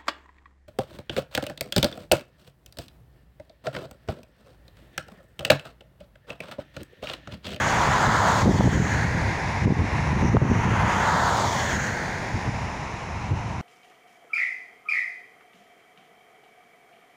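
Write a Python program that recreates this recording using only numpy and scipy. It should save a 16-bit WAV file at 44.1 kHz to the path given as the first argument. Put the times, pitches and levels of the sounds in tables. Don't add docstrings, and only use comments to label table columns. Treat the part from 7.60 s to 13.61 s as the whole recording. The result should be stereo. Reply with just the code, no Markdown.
import sys
import numpy as np
from scipy.fft import rfft, irfft, next_fast_len
from scipy.io import wavfile
from scipy.ndimage import uniform_filter1d, map_coordinates

SR = 44100
rng = np.random.default_rng(int(sys.argv[2]) if len(sys.argv) > 2 else 0)


def wrap_up_sound(samples):
    columns = np.atleast_2d(samples).T
    tamed = np.clip(columns, -1, 1)
    steps = np.round(tamed * 32767).astype(np.int16)
    wavfile.write(sys.argv[1], SR, steps)


N = 265129
TIME_S = np.arange(N) / SR


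def amp(db):
    return 10 ** (np.asarray(db) / 20)


def unit_rms(x):
    return x / np.sqrt(np.mean(x ** 2) + 1e-20)


def curve_at(points, hz):
    knots_hz, values = np.transpose(points)
    return np.interp(np.log(hz + 1), np.log(knots_hz + 1), values)


def filtered(x, response):
    size = next_fast_len(N + 8192)
    return irfft(rfft(x, size) * response(np.fft.rfftfreq(size, 1 / SR)), size)[..., :N]


def shaped(x, spectrum):
    return filtered(x, lambda hz: amp(curve_at(spectrum, hz)))


def coloured_noise(spectrum):
    return unit_rms(shaped(rng.standard_normal(N), spectrum))


def delayed(x, ms):
    return map_coordinates(x, [np.arange(N) - ms * SR / 1000], order=3, mode="wrap")


def waver(depth_db, knots_per_s):
    knots = rng.standard_normal(1024)
    return amp(depth_db * map_coordinates(knots, [TIME_S * knots_per_s]))


# f/Hz, level/dB
FAR_ROAR = [(40, 16), (100, 12.5), (190, 12), (280, 7.5), (400, 6), (600, 7.5), (780, 14), (950, 18),
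            (1200, 13), (1650, 15), (2050, 10.5), (2600, 5), (3300, 0.5), (4300, -3.5), (5400, -9),
            (6700, -12.6), (8200, -21.5), (10000, -28), (13000, -56), (15200, -29)]
def distant_traffic(gain_db=-46):
    return amp(gain_db) * shaped(rng.standard_normal((2, N)), FAR_ROAR)


# f/Hz, level/dB
HISS_BAND = [(4800, -31), (5600, -1), (6100, 0), (6600, -8), (7400, -46)]
# t/s, half length/s, level/dB
HISS_SWELLS = [(2.675, 0.054, -37.5), (2.962, 0.12, -40.5)]
def thin_hiss():
    swell = sum(amp(db) * np.exp(-((TIME_S - at_s) / half_s) ** 2) for at_s, half_s, db in HISS_SWELLS)
    return np.array([np.zeros(N), swell * coloured_noise(HISS_BAND)])


# left level/dB, right level/dB
LULL_DB = [-32.5, -35]
# t/s, length/s, level/dB, port (0 left, 1 right)
PORT_GUSTS = [(0, 0.16, -23.5, 1), (0.268, 0.043, -18.5, 1), (0.403, 0.38, -21.5, 1), (0.475, 0.022, -9, 0),
              (0.826, 0.017, -5.5, 1), (0.854, 0.043, -2.5, 1), (.91, 0.0093, -4.5, 1),
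              (0.941, 0.01, -1.5, 1), (0.996, 0.019, -3, 1), (1.042, 0.035, 0, 1), (1.108, 0.017, -13.5, 1),
              (0.92, 0.16, -16, 0), (1.127, 0.033, -9.5, 0), (1.152, 0.022, -6.5, 1), (1.202, 0.024, -6, 1),
              (1.247, 0.026, -14.5, 0), (1.3, 0.36, -18, 1), (1.594, 0.12, -25, 0), (1.85, 0.17, -20, 1),
              (2.02, 0.24, -20, 0), (2.061, 0.02, -6, 1), (2.107, 0.017, -6, 1), (2.167, 0.054, -12, 1),
              (2.196, 0.06, -15.5, 0), (2.333, 0.099, -16.5, 1), (2.445, 0.039, -13.5, 1),
              (2.508, .03, -16.5, 1), (2.555, 0.1, -14, 0), (2.61, 0.15, -16, 1), (2.745, 0.028, 0, 1),
              (2.823, 0.017, -1.5, 1), (2.85, 0.1, -9, 0), (2.9, 0.018, -12, 1), (2.964, 0.058, -13.5, 1),
              (3.048, 0.086, -13, 1), (3.17, 0.11, -13.5, 1), (2.98, 0.46, -23, 0), (3.469, .18, -20.5, 1),
              (3.71, 0.47, -26.5, 1), (3.853, 0.025, -20, 0), (4.117, 0.059, -22, 0),
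              (4.742, 0.017, -16, 1), (4.865, 0.085, -25, 0), (4.878, 0.02, -16, 1),
              (4.927, 0.14, -24.5, 1), (5.523, 0.53, -23.5, 1), (5.713, 0.027, -12, 1),
              (5.725, 0.041, -20.5, 0)]
def wind_level_db(port, attack_s=0.0068, release_s=0.019):
    power = np.full(N, amp(LULL_DB[port]) ** 2)
    for start_s, length_s, db, struck in PORT_GUSTS:
        if round(struck) == port:
            fade = np.maximum((start_s - TIME_S) / attack_s, (TIME_S - start_s - length_s) / release_s)
            power += (amp(db) * np.exp(-np.clip(fade, 0, 20))) ** 2
    return 10 * np.log10(power * waver(depth_db=3.0, knots_per_s=28) ** 2)


# f/Hz, level/dB
SLOW_EDDIES = [(15, -29.5), (32, -53), (50, -7), (75, 5), (105, 4.5), (150, -0.5), (210, -9), (300, -23.5),
               (500, -41.5), (1200, -105)]
# f/Hz, level/dB
FINE_EDDIES = [(60, 5.5), (150, 12), (260, 3.5), (430, -5), (650, -15.5), (1200, -26), (3000, -92)]
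def wind_buffet(level_db, trim_db, flutter_db, hard_db=-13, growth=0.84, evenness=0.89):
    slow = coloured_noise(SLOW_EDDIES)
    crests = (slow ** 2 + 0.071) ** (1 / 4)
    bursts = unit_rms(crests * coloured_noise(FINE_EDDIES))
    eddies = slow + amp(flutter_db + growth * (level_db - hard_db)) * bursts
    power = np.abs(uniform_filter1d(eddies ** 2, size=1100))
    swell = uniform_filter1d(power, size=400) + 1e-6
    return amp(level_db + trim_db) * unit_rms(eddies / swell ** (evenness / 2))


# t/s, peak/dB, width/s, port (0 left, 1 right)
EDDY_POPS = [(0.86, 4, 0.00061, 1), (.943, -4, 0.00071, 1), (1.0091, 5, 0.00024, 1), (1.075, 1, 0.00036, 1),
             (1.202, -2.5, 0.00067, 1), (1.555, -8.5, 0.0017, 1), (2.06, 3, 0.0011, 1),
             (2.08, -4.5, 0.00042, 1), (2.124, -1.5, 0.0009, 1), (2.197, -5, 0.0014, 1),
             (2.531, -6.5, 0.001, 1), (2.701, -4, 0.0016, 1), (2.75, 4, 0.00061, 1), (2.769, 8, 0.00022, 1),
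             (2.774, 6, 0.0022, 1), (2.818, -2, 0.00044, 1), (2.917, -1.5, 0.00075, 0)]
def eddy_pops():
    ports = np.zeros((2, N))
    for at_s, db, width_s, port in EDDY_POPS:
        u = (TIME_S - at_s) / width_s
        ports[port] -= amp(db) * u * np.exp((1 - u ** 2) / 2)
    return ports


# detour/ms, detour gain, treble gain added to the straight path
HOUSING_PATHS = [(-0.986, -0.26, 0.23, -0.66, -0.46, 0.26, 0.94, -1.02),
                 (-0.92, -0.13, 0.24, -0.62, -0.42, 0.33, 0.44, -0.7),
                 (-0.723, -0.018, 0.3, -0.39, -0.47, 0.26, 0.402, -0.68),
                 (-0.35, 0.2, 0.36, -0.88, -0.95, 0.25, 0.29, -0.431),
                 (0.069, 0.32, 0.43, -0.673, -1.18, 0.23, 0.27, -0.52),
                 (0.47, 0.39, 0.41, -0.77, -0.35, 0.063, 0.51, -0.21),
                 (0.62, 0.47, 0.42, -0.29, -0.698, 0.23, -0.5, -0.34),
                 (0.876, 0.46, 0.26, -0.24, -0.61, 0.2, 0.21, -0.69),
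                 (1.0, 0.34, 0.25, -0.63, -0.79, 0.15, 0.53, -0.37)]
def round_housing(sound, bearing, treble_hz=1580):
    bearings, *columns = np.transpose(HOUSING_PATHS)
    paths = [np.interp(bearing, bearings, column) for column in columns]
    lag_ms, left_ms, left_echo, left_shade, right_ms, right_echo, right_shade = paths
    treble = filtered(sound, lambda hz: hz ** 4 / (hz ** 4 + treble_hz ** 4))
    left = delayed(sound + left_shade * treble, lag_ms) + left_echo * delayed(treble, lag_ms + left_ms)
    right = sound + right_shade * treble + right_echo * delayed(treble, right_ms)
    return np.array([left, right])


# f/Hz, level/dB
TYRE_WHINE = [(700, -32), (880, -2), (1020, 0), (1180, -1), (1500, -12), (4000, -100)]
# f/Hz, level/dB
TYRE_WAKE = [(120, -4), (300, 6), (450, -2), (720, 8), (1100, -22), (1500, -1), (1850, 4), (2200, -3),
             (2800, -25), (5000, -14), (6000, -9), (7000, 7), (8000, -5), (9500, -30), (14000, -60)]
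def tyre_beams(leaving, whine_db=-12, wake_db=-17, width=0.2):
    front_lobe = np.exp(-((leaving + 0.77) / width) ** 2)
    rear_lobe = np.exp(-((leaving - 0.63) / width) ** 2)
    whine = amp(whine_db) * front_lobe * coloured_noise(TYRE_WHINE)
    wake = amp(wake_db) * rear_lobe * coloured_noise(TYRE_WAKE)
    return whine + wake


# f/Hz, level/dB
NEAR_ROAR = [(40, -8), (100, 9.5), (180, 9), (280, 2), (400, 1), (600, 9), (780, 9.5), (950, 15),
             (1200, 10.5), (1650, 11), (2050, 6), (2600, -9), (3300, -1), (4300, -4), (5400, -5.5),
             (6700, -3), (8200, -14.5), (10000, -30), (13000, -34.5), (15200, -22)]
def tread_roar(noise, closeness):
    return closeness * shaped(noise, NEAR_ROAR) + (1 - closeness) * shaped(noise, FAR_ROAR)


# f/Hz, power share
DIRECT_SHARE = [(400, 0.91), (900, .94), (2300, 0.97), (4000, 0.92), (7000, 0.79), (12000, 0.5)]
# abreast t/s, heading (+1 oncoming, -1 driving away), distance/m, axle level/dB
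CAR_PASSES = [(.22, -1, 7.6, -6.5), (.88, 1, 10.35, -2), (3.87, 1, 9.57, -3)]
def passing_cars(speed_m_per_s=26.56, wheelbase_m=2.7, near_m=18.6, forward_db=0.89, horn_db=1.75):
    direct, power, close_power = np.zeros((2, N)), np.zeros(N), np.zeros(N)
    for abreast_s, heading, distance_m, db in CAR_PASSES:
        for axle_m in (-wheelbase_m / 2, wheelbase_m / 2):
            road_m = heading * speed_m_per_s * (TIME_S - abreast_s) + axle_m
            range_m = np.hypot(road_m, distance_m)
            bearing = road_m / range_m
            leaving = heading * bearing
            gain = amp(db + horn_db * bearing ** 2 - forward_db * leaving) / range_m
            closeness = 1 / (1 + (range_m / near_m) ** 4)
            tread = tread_roar(rng.standard_normal(N), closeness) + tyre_beams(leaving)
            direct += gain * round_housing(tread, bearing)
            power += gain ** 2
            close_power += gain ** 2 * closeness
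    scattered = np.sqrt(power) * tread_roar(rng.standard_normal((2, N)), close_power / power)
    scattered = filtered(scattered, lambda hz: np.sqrt(1 - curve_at(DIRECT_SHARE, hz)))
    return filtered(direct, lambda hz: np.sqrt(curve_at(DIRECT_SHARE, hz))) + scattered


# f/Hz, level/dB (+ left, - right)
TONE_BALANCE = [(400, -0.7), (600, -0.2), (780, -0.5), (950, -0.5), (1200, -0.2), (1650, -0.55), (2050, 1),
                (2600, -3.5), (3300, -1.5), (4300, 1), (5400, -3), (6700, -6.5), (8200, 0.1), (10000, 10),
                (13000, 9), (15200, -1.5)]
def scene():
    wind = np.array([wind_buffet(wind_level_db(port=0), trim_db=-3.0, flutter_db=2.5),
                     wind_buffet(wind_level_db(port=1), trim_db=-2, flutter_db=-5.5)])
    air_gain = waver(depth_db=0.45, knots_per_s=22)
    traffic = passing_cars() + distant_traffic()
    traffic = filtered(traffic, lambda hz: amp(np.outer([1, -1], curve_at(TONE_BALANCE, hz))))
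    return air_gain * traffic + wind + eddy_pops() + thin_hiss()


def gain_control(x, threshold_db=-16, slope=0.52, recovery_db_per_s=55):
    power = np.abs(uniform_filter1d(x ** 2, size=400)).max(axis=0)
    level_db = 10 * np.log10(power + 1e-12)
    needed_db = slope * np.maximum(level_db - threshold_db, 0)
    recovery_db = recovery_db_per_s * TIME_S
    cut_db = np.maximum.accumulate(needed_db + recovery_db) - recovery_db
    smooth_cut_db = uniform_filter1d(uniform_filter1d(cut_db, size=160), size=60)
    return x * amp(-smooth_cut_db)


def record(dry, ceiling=0.95, low_cut_hz=36, top_hz=15600):
    held = gain_control(dry)
    rounded = held / (1 + (held / ceiling) ** 4) ** (1 / 4)
    return filtered(rounded, lambda hz: (hz < top_hz) * hz ** 4 / (hz ** 4 + low_cut_hz ** 4))


dry = scene()
out = record(dry)
wrap_up_sound(out)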